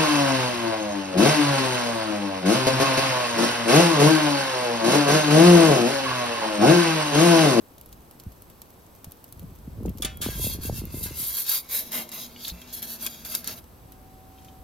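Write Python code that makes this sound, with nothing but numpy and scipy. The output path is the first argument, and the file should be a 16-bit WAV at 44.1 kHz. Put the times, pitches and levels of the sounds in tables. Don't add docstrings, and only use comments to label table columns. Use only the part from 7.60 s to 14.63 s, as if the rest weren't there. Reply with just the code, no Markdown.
import sys
import numpy as np
from scipy import signal
from scipy.fft import rfft, irfft, next_fast_len
from scipy.io import wavfile
from scipy.ndimage import uniform_filter1d, map_coordinates

SR = 44100
rng = np.random.default_rng(int(sys.argv[2]) if len(sys.argv) > 2 else 0)


def generate_wav(signal):
    frames = np.transpose(np.atleast_2d(signal))
    scaled = np.clip(frames, -1, 1) * 32767
    pcm = np.round(scaled).astype(np.int16)
    wavfile.write(sys.argv[1], SR, pcm)


N = 310023
TIME = np.arange(N) / SR

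# [f/Hz, level/dB]
BARE_HISS = [(2000, -40), (6000, -20), (7400, -6.5), (8500, -3), (10000, -.5), (11500, -1.5), (13200, -1.5),
             (14200, -5), (15000, -12), (15800, -19)]
# [f/Hz, level/dB]
COVERED_HISS = [(2000, -40), (6000, -22), (7400, -10), (8500, -7), (10000, -3.5), (11500, -1), (13100, 0),
                (14200, -4), (15000, -11), (15800, -18)]
# [f/Hz, level/dB]
RASP = [(1500, -43), (2600, -16), (3300, -0.5), (4400, -0.5), (5300, 0), (6600, 1.5), (8000, -10),
        (10000, -36), (15000, -9)]
# [f/Hz, level/dB]
BODY = [(200, -34), (450, 2.5), (700, 2), (1200, 0), (1900, -1.5), (2600, 0.5), (3300, -8.5), (6000, -64)]
COVER_S, COVERING_S = 3.4, .7
JUDDER_DB, JUDDERS_PER_S = .9, 200
SING_HZ, SING_WIDTH_HZ, SING_DB = 3330, 12, -8
SING_FADE_S, SING_FADING_S = 2.8, .6
JOLT_RASP_DB, JOLT_BODY_DB = -14, -17
JOLT_SPREAD_S = 0.018


def scrape():
    hiss_gain, rasp_gain, body_gain = friction()
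    judder = from_db(JUDDER_DB * drift(JUDDERS_PER_S))

    grains = sliding_plate(hiss_gain * judder, t60=0.12, ring_db=-4.5)
    covered = ramp(COVER_S, COVERING_S)
    hiss = colour(grains * (1 - covered), BARE_HISS) + colour(grains * covered, COVERED_HISS)

    edge = flexed(sliding_plate(1, t60=0.16, ring_db=5))
    blade = evened(pressed_blade(edge, ring_db=-10.5), span_s=0.0084) * judder + snags()
    singing = evened(resonance(white(), SING_HZ, SING_WIDTH_HZ), span_s=.05)
    singing = from_db(SING_DB) * singing * (1 - ramp(SING_FADE_S, SING_FADING_S))

    jolt = uniform_filter1d(bursts(CATCHES), int(JOLT_SPREAD_S * SR))
    rasp_drive = np.hypot(rasp_gain, from_db(JOLT_RASP_DB) * jolt)
    body_drive = np.hypot(body_gain, from_db(JOLT_BODY_DB) * jolt)
    rasp = colour(blade * rasp_drive, RASP) + singing * rasp_gain
    body = colour(blade * body_drive, BODY)
    mixed = from_db(2.0) * hiss + from_db(-1.35) * rasp + from_db(-0.24) * body
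    return oven(mixed) + drone(body_gain)


# [start t/s, speeding up t/s, slowing down t/s,
# hiss level/dB, rasp against hiss level/dB, body against hiss level/dB]
STROKES = [(2.608, 0.01, 0.31, -41, -4, -5.5), (2.697, 0.15, 0.1, -33.5, -10, -34),
           (2.781, 0.073, 0.058, -31, -7.5, -21), (2.873, 0.044, 0.065, -36, -4, -16),
           (2.997, 0.06, 0.055, -35, -8, -16.5), (3.093, 0.085, 0.053, -39.5, -5.5, -15.5),
           (3.285, 0.08, 0.25, -40, -10, -23), (3.418, 0.018, 0.052, -32, -9, -24),
           (3.507, 0.14, 0.27, -31, -8.5, -20), (3.713, 0.077, 0.071, -30.5, -9.5, -18.5),
           (3.824, 0.11, 0.092, -25, -7, -16), (4.077, 0.07, 0.11, -27, -9, -14),
           (4.215, 0.055, 0.046, -45.5, -5, -19), (4.3, 0.048, 0.12, -31, -6.5, -8),
           (4.512, 0.015, 0.14, -40.5, -3.5, -9), (4.563, 0.056, 0.07, -40, -1.5, -17),
           (4.741, 0.15, 0.029, -41, -1.5, -24), (5.05, 0.06, .04, -57, 6.5, -12),
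           (5.125, 0.0061, 0.041, -34, -8, -28), (5.158, .01, 0.058, -39.5, -5, -25),
           (5.217, 0.0059, 0.054, -35.5, -7, -13.5), (5.245, 0.062, 0.09, -35.5, -8, -17.5),
           (5.371, 0.061, 0.081, -37.5, -6, -13.5), (5.464, 0.035, 0.2, -49, -1.5, -11),
           (5.645, 0.0046, 0.079, -41, -3.5, -9), (5.669, 0.058, 0.11, -35, -5.5, -17),
           (5.837, 0.061, 0.063, -38, -3, -10), (5.944, 0.037, 0.017, -44.5, -8.5, -15.5)]
HISS_POWER, RASP_POWER, BODY_POWER = 2.05, 1.43, 1.9
ON_STONE_S = (2.616, 6.0)
DRAG_HISS_DB, DRAG_RASP_DB, DRAG_BODY_DB = -58.5, -57, -59.5


def friction():
    touching = (TIME > ON_STONE_S[0]) & (TIME < ON_STONE_S[1])
    creep = from_db([[DRAG_HISS_DB], [DRAG_RASP_DB], [DRAG_BODY_DB]])
    power = (creep * touching) ** 2
    growth = np.array([[HISS_POWER], [RASP_POWER], [BODY_POWER]])
    for start_s, rise_s, fall_s, db, rasp_db, body_db in STROKES:
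        speed = swell(start_s, rise_s, fall_s)
        moving = speed > 0
        strongest = from_db([[db], [db + rasp_db], [db + body_db]])
        power[:, moving] += (strongest * speed[moving] ** growth) ** 2
    return np.sqrt(power)


def swell(start_s, rise_s, fall_s):
    rising = ramp(start_s, rise_s)
    falling = 1 - ramp(start_s + rise_s, fall_s)
    return np.sin(np.pi / 2 * np.minimum(rising, falling))


MODE_SPREAD_DB = 6


def sliding_plate(force, t60, ring_db, count=4):
    shares = np.array([from_db(18 * drift(8)) for _ in range(count)])
    shares /= np.linalg.norm(shares, axis=0)
    out = np.zeros((2, N))
    for share in shares:
        rubbing = grit(per_s=9000, size_db=1.5, judder_db=2.0) * force * share
        out += thin_plate(rubbing, t60, ring_db, MODE_SPREAD_DB)
    return out


def grit(per_s, size_db, judder_db):
    sizes = from_db(size_db * np.minimum(rng.exponential(1, N), 4))
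    slips = white() * sizes * (rng.random(N) < per_s / SR)
    return rms_one(slips * from_db(judder_db * drift(180)))


def thin_plate(force, t60, ring_db, spread_db=0, count=480):
    t = np.arange(SR // 4) / SR
    lines = np.zeros(len(t) // 2 + 1, complex)
    places_hz = np.linspace(800, 16000, count) + rng.uniform(-40, 40, count)
    strengths = from_db(spread_db * np.minimum(rng.standard_normal(count), 2))
    bins = (places_hz * len(t) / SR).astype(int)
    lines[bins] = strengths * np.exp(2j * np.pi * rng.random(count))
    modes = irfft(lines, len(t)) * np.exp(-np.log(1000) * t / t60)
    response = from_db(ring_db) * modes / np.linalg.norm(modes)
    response[0] += 1
    return signal.oaconvolve(force, response[None] / np.linalg.norm(response), axes=1)[:, :N]


# [f/Hz, width f/Hz, level/dB]
PRESSED = [(1110, 74, -1.5), (1215, 82, 3), (1580, 61, 6), (2215, 77, 4.5), (2670, 110, -2.5),
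           (2780, 80, 9), (3285, 120, 9.5), (3870, 120, 5.5), (4460, 210, 11), (4940, 130, 6.5),
           (5140, 79, -11), (6520, 160, 0), (7140, 200, 1)]
BEND_SHARE, BENDS_PER_S = .022, 8
ROAM_DB, ROAMS_PER_S = 9, 9


def pressed_blade(force, ring_db):
    ringing = 0
    for hz, width, db in PRESSED:
        moving_hz = hz * (1 + BEND_SHARE * drift(BENDS_PER_S))
        drive = from_db(db + ROAM_DB * np.tanh(drift(ROAMS_PER_S)))
        ringing = ringing + resonance(force, moving_hz, width) * drive
    return force + from_db(ring_db) * ringing


FLEX_SHARE, FLEXES_PER_S = .012, 6


def flexed(x):
    place = np.cumsum(1 + FLEX_SHARE * drift(FLEXES_PER_S))
    return np.array([map_coordinates(ch, [place], order=3, mode="mirror") for ch in x])


SNAGS_PER_S, SNAG_DB = 90, -9.5


def snags():
    cracks = rng.choice([-1, 1], (2, N)) * rng.uniform(0.14, 1, N) * (rng.random(N) < SNAGS_PER_S / SR)
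    return from_db(SNAG_DB) * rms_one(thin_plate(cracks, t60=.025, ring_db=7))


# [f/Hz, width f/Hz, level/dB at the hardest push, power by which it grows with the push]
LOW_MODES = [(179.5, 47, -59.5, 0.32), (235, 12, -44, 0.71), (248, 7.2, -52.5, 2.3), (349, 13, -54.5, 0.7),
             (488, 16, -51, 1.15), (639, 22, -43.5, 1.27), (670, 82, -60, 0.74)]
LOADED_S, LOADING_S = 4.15, .15
DRONE_LAG_S, DRONE_BEND_SHARE = .032, .02


def drone(push):
    keep = np.exp(-1 / (DRONE_LAG_S * SR))
    stored = signal.lfilter([1 - keep], [1, -keep], push + 1e-18)
    effort = stored / stored.max()
    shaking = white()
    bend = 1 + DRONE_BEND_SHARE * drift(4)
    modes = 0
    for hz, width, db, power in LOW_MODES:
        mode = evened(resonance(shaking, hz * bend, width), span_s=0.076)
        modes = modes + from_db(db) * effort ** power * mode
    return ramp(LOADED_S, LOADING_S) * modes


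# [t/s, delay t/s]
ROOF_PATH = [(2.6, .00183), (3.05, .00188), (3.55, .00197), (3.85, .00187), (3.95, .002), (4.1, .0017),
             (4.3, .00185)]
WALL_DELAYS = [.00068, .00082, .00098, .00118, .0023, .003, .0037]
HOOD_SHARE, HOOD_FLICKER_DB = .22, 4
SHADE_S, SHADING_S = 4.18, .14
WALL_SHARE, WALL_CHANGES_PER_S = .14, 7


def oven(x):
    flicker = from_db(HOOD_FLICKER_DB * np.tanh(drift(7.98)))
    share = HOOD_SHARE * flicker * (1 - ramp(SHADE_S, SHADING_S))
    sent = (TIME - np.interp(TIME, *np.transpose(ROOF_PATH))) * SR
    out = x + share * np.array([map_coordinates(ch, [sent], order=3) for ch in x])
    power = 1 + share ** 2
    for delay_s in WALL_DELAYS:
        share = WALL_SHARE * drift(WALL_CHANGES_PER_S)
        out = out + share * np.roll(x, round(delay_s * SR), axis=1)
        power = power + share ** 2
    return out / np.sqrt(power)


# [t/s, level/dB, contact t60/s (time to fade by 60 dB)]
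LANDINGS = [(2.4218, -17, 0.064), (2.4477, -14.5, 0.047), (2.453, -34, 0.019), (2.615, -21, 0.24)]
# [f/Hz, level/dB, t60/s]
FREE = [(620, 0, .35), (764, 1, .4), (1071, -5, 1.0), (1400, -10, 1.0), (1567, -13, .48), (1723, -2, .45),
        (2207, -8, .56), (2390, -2, .45), (2550, -3, .4), (3058, -2, .25), (3321, -5, 1.3), (3494, -6, .25),
        (3978, -4, .2), (5109, -11, .3), (6492, -6, .2)]
# [f/Hz, level/dB]
BLOOM = [(300, 2), (700, -3), (1500, 3), (2500, 3), (3500, 2.5), (5500, -3.5), (9000, -2), (16000, -28)]
# [f/Hz, level/dB]
KNOCK = [(150, -5), (600, -2), (1500, -29), (3400, 2.5), (6000, -6.5), (9000, 5.5), (13000, -3.5),
         (16000, -15)]


def landings():
    force = white() * bursts(LANDINGS)
    ring = np.zeros((2, N))
    t = np.arange(SR) / SR
    for s, landing_db, _ in LANDINGS:
        at = round(s * SR)
        for hz, db, t60 in FREE:
            phase = 2 * np.pi * (hz * t + rng.random((2, 1)))
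            fade = np.exp(-np.log(1000) * t / t60)
            ring[:, at:at + SR] += from_db(landing_db + db) * fade * np.sin(phase)
    bloom = colour(thin_plate(force, t60=0.21, ring_db=30, spread_db=3), BLOOM)
    clap = colour(thin_plate(force, t60=0.018, ring_db=-4.0), KNOCK)
    return from_db(-6.5) * clap + from_db(-13.5) * bloom + from_db(-34) * ring


# [t/s, level/dB, contact t60/s]
CATCHES = [(3.4345, -35, 0.035), (3.454, -30.5, 0.47), (4.097, -30, 0.023), (4.319, -24, 0.029),
           (4.491, -29, 0.023), (4.517, -27.5, 0.048), (4.881, -21.5, 0.047), (5.016, -34.5, 0.065),
           (5.137, -47, 0.037), (5.2268, -22.5, 0.028), (5.4641, -13, 0.035), (5.65, -28, 0.033),
           (5.7507, -10.5, 0.019), (5.8436, -26, 0.069), (5.8747, -14, 0.025)]
# [f/Hz, level/dB]
CATCH = [(60, -9), (280, 9.5), (1500, -16.5), (3800, 6.5), (5600, 7.5), (8000, 15), (10500, 10.5),
         (13000, 18.5), (16000, -46)]
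CRACK_T60_S = .011


def catches():
    crack_fades = bursts([(s, db, CRACK_T60_S) for s, db, _ in CATCHES])
    crack = evened(white(), span_s=0.0016) * crack_fades
    crack = thin_plate(crack, t60=.035, ring_db=-4)
    shudder = thin_plate(white() * bursts(CATCHES), t60=0.027, ring_db=-14.0)
    return colour(from_db(-2) * crack + from_db(-20.5) * shudder, CATCH)


# [starting f/Hz, final f/Hz, width f/Hz, level/dB]
CHAFE_MODES = [(4300, 4000, 120, -48.5), (3260, 3840, 410, -42.5)]
CHAFE_START_S, CHAFE_RISE_S, CHAFE_FALL_S = 4.76, .145, .03
SQUEAK_START_S, SQUEAK_RISE_S, SQUEAK_FALL_S = 4.89, .022, .012
SQUEAK_HZ, SQUEAK_RISE_HZ_PER_S, SQUEAK_DB = 4150, 2700, -42


def chafe():
    slips = white() * from_db(5.3 * drift(140))
    depth = ramp(CHAFE_START_S, CHAFE_RISE_S)
    hoarse = 0
    for first, last, width, db in CHAFE_MODES:
        gliding_hz = first + (last - first) * depth
        hoarse = hoarse + from_db(db) * rms_one(resonance(slips, gliding_hz, width))
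    hz = SQUEAK_HZ + SQUEAK_RISE_HZ_PER_S * (TIME - SQUEAK_START_S) + 35 * drift(280)
    tone = np.sin(2 * np.pi * np.cumsum(hz) / SR)
    squeak = from_db(SQUEAK_DB + 2.9 * drift(200)) * tone * [[1], [0]]
    hoarse = swell(CHAFE_START_S, CHAFE_RISE_S, CHAFE_FALL_S) ** 2 * hoarse
    return hoarse + swell(SQUEAK_START_S, SQUEAK_RISE_S, SQUEAK_FALL_S) * squeak


# [f/Hz, level/dB, t60/s]
BUMP_MODES = [(58, -31.5, 0.19), (176, -36.5, 0.3)]
BUMP_S, BUMP_RISE_S = 4.917, 0.0061


def bump():
    t = np.maximum(TIME - BUMP_S, 0)
    modes = sum(from_db(db - 60 * t / t60) * np.sin(2 * np.pi * hz * t) for hz, db, t60 in BUMP_MODES)
    return ramp(BUMP_S, BUMP_RISE_S) * modes


# [t/s, level/dB, lower ring against the snap level/dB]
TICKS = [(0.181, -39.5, 9.5), (.212, -36.5, 7.5), (0.2603, -35.5, 2), (0.327, -37.5, 13.5),
         (0.511, -36, 5.5), (0.599, -36, 12), (.72, -43.5, 10.5), (0.821, -31, -2), (0.8998, -37.5, 4),
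         (1.0177, -31, 7), (1.444, -30, 9), (1.5197, -29.5, 2.5), (1.6418, -31.5, 4), (1.725, -31, 3.5),
         (1.7948, -37, 6), (2.259, -39.5, 16.5), (2.2934, -31.5, 4), (2.374, -38.5, 9), (2.3837, -39, 15),
         (2.572, -30, -1), (3.254, -29, -13), (6.0408, -43.5, 10), (6.3209, -37, 10.5), (6.8466, -51, 24)]
# [f/Hz, level/dB]
SNAP = [(1500, -82), (7000, -19), (10500, 2.5), (13200, 7), (16000, -7)]
# [f/Hz, level/dB]
TICK_RING = [(800, 0.5), (2000, -10.5), (3000, 1), (4500, 0), (6500, 0.5), (9000, 7), (16000, -65)]


def ticks():
    snap = clicks([(s + 0.00017, db) for s, db, _ in TICKS]) * [[1], [0]]
    ring = clicks([(s + 0.00037, db + ring_db) for s, db, ring_db in TICKS]) * [[1], [0]]
    crumble = white() * bursts([(s, db, .008) for s, db, _ in TICKS])
    tail = white() * bursts([(s, db + ring_db, .04) for s, db, ring_db in TICKS])
    bright = from_db(-7.5) * snap + from_db(-2) * crumble + from_db(-23.5) * tail
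    lower = from_db(-6) * ring + from_db(-19.5) * tail
    return colour(bright, SNAP) + colour(lower, TICK_RING)


CRACKLE_DB = -45


def crackle(per_s):
    carried = TIME < LANDINGS[0][0]
    pulses = white() * (rng.random(N) < per_s / SR) * from_db(CRACKLE_DB) * carried
    coloured = from_db(10) * colour(pulses, SNAP) + from_db(6.0) * colour(pulses, TICK_RING)
    return thin_plate(coloured, t60=.02, ring_db=0)


# [t/s, level/dB, f/Hz]
CLINKS = [(2.282, -45, 2720), (4.762, -36.5, 2940), (5.019, -37.5, 3250), (6.785, -48.5, 3200),
          (6.885, -45, 3130)]
# [multiple of its pitch, level/dB, t60/s]
CLINK_MODES = [(.8, -9.5, .03), (1, -4, .05), (1.15, -4, .02), (2.02, -17, 0.048)]


def clinks():
    out = np.zeros(N + SR)
    t = np.arange(SR // 8) / SR
    for s, db, hz in CLINKS:
        at = round(s * SR)
        for multiple, mode_db, t60 in CLINK_MODES:
            fade = from_db(db + mode_db) * np.exp(-np.log(1000) * t / t60)
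            out[at:at + len(t)] += fade * np.sin(2 * np.pi * hz * multiple * t)
    return out[:N] * [[1], [0]]


# [f/Hz, level/dB]
RUSTLE_TONE = [(1200, -13), (2700, 2), (4000, -1), (6500, 0), (10000, -3), (16000, -15)]
RUSTLE_START_S, RUSTLE_RISE_S, RUSTLE_FALL_S, RUSTLE_DB = 6.7, .13, .17, -62.5


def rustle():
    rubbing = colour(white() * from_db(4.1 * drift(90)), RUSTLE_TONE)
    return from_db(RUSTLE_DB) * swell(RUSTLE_START_S, RUSTLE_RISE_S, RUSTLE_FALL_S) * rubbing


# [t/s, rumble level/dB]
WIND = [(0, -67), (.3, -53), (.55, -56.5), (.72, -50.5), (1.0, -57.5), (1.62, -58.5), (1.85, -40),
        (1.95, -52), (2.17, -36.5), (2.24, -36.5), (2.29, -25.5), (2.33, -41.5), (2.46, -35.5),
        (2.52, -41.5), (2.8, -34), (3.04, -38), (3.12, -32), (3.3, -40.5), (3.52, -38), (3.72, -53.5),
        (3.88, -59), (4.5, -59.5), (5.6, -55), (6.8, -52), (7.03, -50)]
# [f/Hz, level/dB]
RUMBLE = [(15, -31), (30, -24.5), (50, 1), (75, 0), (130, -7.5), (220, -13.5), (500, -61.5)]
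# [t/s, level/dB, starting f/Hz, to which eddy() adds 25 Hz]
EDDIES = [(0.663, -25, 152), (1.467, -31, 100), (1.838, -30.5, 282), (1.914, -36.5, 330), (2.075, -27, 326),
          (2.178, -32, 333), (2.207, -29.5, 485), (2.225, -28, 467), (2.253, -18.5, 740), (2.274, -24, 390),
          (2.301, -28, 506), (2.351, -28.5, 355), (2.4, -28.5, 580), (2.445, -24, 503), (2.604, -31, 705),
          (2.661, -19, 750), (2.687, -24, 750), (2.752, -27, 263), (2.796, -24.5, 760), (2.843, -26, 730),
          (2.867, -24, 790), (2.947, -29, 560), (2.986, -27, 600), (3.05, -26.5, 630), (3.096, -19, 1256),
          (3.122, -28, 219), (3.137, -36, 570), (3.182, -29, 303), (3.216, -26.5, 645), (3.237, -27, 403),
          (3.268, -34, 335), (3.341, -24.5, 490), (3.37, -31, 484), (3.409, -34, 405), (3.458, -29, 547),
          (3.507, -30.5, 505), (3.597, -37, 447), (3.624, -34, 260)]
LUMP_DB, LUMPS_PER_S = 2.3, 16
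GUST_DB = -32
FLUTTER_DB, FLUTTER_POWER = -45.5, 1.2


def wind():
    gust = levels(WIND)[0] * from_db(LUMP_DB * drift(LUMPS_PER_S))
    rumble = gust * evened(colour(white(), RUMBLE), span_s=0.062)
    flutter = 0
    for hz in np.geomspace(300, 750, 3):
        arrivals = white() * (rng.random(N) < 80 / SR)
        flutter = flutter + signal.oaconvolve(arrivals, eddy(hz, t60=0.016)[None], axes=1)[:, :N]
    flutter_gain = from_db(FLUTTER_DB) * (gust / from_db(GUST_DB)) ** FLUTTER_POWER
    flutter = flutter_gain * evened(flutter, span_s=0.067)
    pops = np.zeros(N + SR)
    for s, db, hz in EDDIES:
        at, pop = round(s * SR), eddy(hz)
        pops[at:at + len(pop)] += from_db(db) * pop
    return ports(rumble + flutter + pops[:N] * [[1], [0]], [(60, 0.95), (600, 0.51)])


EDDY_SPREAD, EDDY_RAGGED = .4, .3


def eddy(hz, cycles=1.758, t60=0.11, size=5000):
    t = np.arange(size) / SR
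    cycles = cycles * 2 ** (EDDY_SPREAD * rng.standard_normal())
    turns = cycles * np.log1p(hz * t / cycles) + 25 * t
    sway, surge = (EDDY_RAGGED * map_coordinates(chance, [2 * turns], order=3, mode="wrap")
                   for chance in rng.standard_normal((2, 64)))
    swing = np.sin(2 * np.pi * turns + 2 * sway) * (1 + surge)
    return swing * np.minimum(0.9 * turns, 1) * np.exp(-np.log(1000) * t / t60)


# [f/Hz, level/dB]
AIR = [(25, -3), (60, -2), (250, 0.5), (500, -3.5), (1000, -7), (2000, -18), (3400, -20), (5500, -21.5),
       (7600, -23), (7950, -7.5), (8300, -22), (10500, -17), (13200, -18), (16000, -24)]
# [f/Hz, likeness from 0 to 1]
AIR_LIKENESS = [(60, 0.85), (300, 0.76), (700, 0.18), (1700, 0.017), (2500, 0.31), (4000, 0.64),
                (6000, 0.25), (8500, 1), (11000, 1), (13300, 0.99)]
WHINE_START_S, WHINE_RISE_S = 6.02, 0.59
WHINE_HZ, WHINE_DB, HUM_HZ, HUM_DB = 756, -57, 272, -62


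def garden():
    air = from_db(-52.5) * colour(white(), AIR)
    whine = 0
    for hz, db in (WHINE_HZ, WHINE_DB), (HUM_HZ, HUM_DB):
        phase = 2 * np.pi * np.cumsum(hz + 1.83 * drift(9.1)) / SR
        whine = whine + np.sqrt(2) * np.sin(phase) * from_db(db + .5 * drift(22))
    return ports(air, AIR_LIKENESS) + ramp(WHINE_START_S, WHINE_RISE_S) * whine


# [f/Hz, phase by which right leads/rad]
PORT_PHASE = [(100, 0), (400, -.1), (1250, -1), (1850, .7), (2200, 0), (3900, -.3), (5250, -1.1),
              (5750, 1.9), (6600, .7), (7450, 2.85), (8600, 3.14), (9500, 3.3), (11000, 4.6), (13000, 6.25),
              (16000, 6.28)]


def ports(x, likeness):
    size = next_fast_len(N + 4096)
    hz = np.fft.rfftfreq(size, 1 / SR)
    direct, scattered = rfft(x, size)
    alike = np.clip(at_hz(likeness, hz), 0, 1)
    shared = np.sqrt((1 + alike) / 2) * direct
    opposed = np.sqrt((1 - alike) / 2) * scattered * [[1], [-1]]
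    turn = np.exp(.5j * at_hz(PORT_PHASE, hz) * [[-1], [1]])
    return irfft((shared + opposed) * turn, size)[:, :N]


def resonance(force, hz, width):
    r = np.exp(-np.pi * width / SR)
    turning = np.exp(2j * np.pi * np.cumsum(hz * np.ones(N)) / SR)
    return 2 * np.real(turning * signal.lfilter([1 - r], [1, -r], force * turning.conj() + 1e-18))


def bursts(rows, size=12000):
    out, t = np.zeros(N + size), np.arange(size) / SR
    for s, db, t60 in rows:
        at = round(s * SR)
        out[at:at + size] += from_db(db) * np.exp(-np.log(1000) * t / t60)
    return out[:N]


def clicks(rows):
    out = np.zeros(N)
    for s, db in rows:
        out[round(s * SR)] += from_db(db)
    return out


def white():
    return rng.standard_normal((2, N))


def colour(x, spectrum, size=8192):
    cepstrum = irfft(np.log(from_db(at_hz(spectrum, np.fft.rfftfreq(size, 1 / SR)))))
    cepstrum[1:size // 2] *= 2
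    cepstrum[size // 2 + 1:] = 0
    response = irfft(np.exp(rfft(cepstrum)))
    return signal.oaconvolve(x, response[None] / np.linalg.norm(response), axes=1)[:, :N]


def drift(rate):
    knots = rng.standard_normal(8192)
    return rms_one(map_coordinates(knots, [TIME * rate], order=1, mode="wrap"))


def ramp(start_s, rise_s):
    return np.clip((TIME - start_s) / rise_s, 0, 1)


def evened(x, span_s):
    power = uniform_filter1d(np.mean(x ** 2, axis=0), int(span_s * SR))
    return x / np.sqrt(np.maximum(power, 1e-12))


def rms_one(x):
    return x / np.sqrt(np.mean(x ** 2) + 1e-20)


def levels(rows):
    s, *columns = np.transpose(rows)
    return [from_db(np.interp(TIME, s, c)) for c in columns]


def at_hz(points, hz):
    f, value = np.transpose(points)
    return np.interp(np.log(hz + 1), np.log(f), value)


def from_db(db):
    return 10 ** (np.asarray(db) / 20)


# [f/Hz, likeness from 0 to 1]
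NEAR_LIKENESS = [(100, 1), (400, 1), (1500, 0.35), (2200, 0.93), (3800, 0.72), (5300, .5), (6800, 0.16),
                 (7600, 0.83), (8600, 1), (10300, 0.55), (12000, 0.75), (13300, 1)]


def scene():
    on_stone = scrape() + landings() + catches() + chafe() + bump() * [[1], [0]]
    handled = ticks() + crackle(per_s=36) + clinks() + rustle()
    peel = ports(on_stone + handled, NEAR_LIKENESS)
    middle = signal.sosfilt(signal.butter(1, [550, 2200], "band", fs=SR, output="sos"), peel)
    return peel + 0.14 * middle * [[1], [-1]] + wind() + garden()


CUTOFF_HZ = 15800


def record(dry):
    return signal.sosfilt(signal.ellip(12, .1, 80, CUTOFF_HZ, fs=SR, output="sos"), dry)


dry = scene()
out = record(dry)
generate_wav(out)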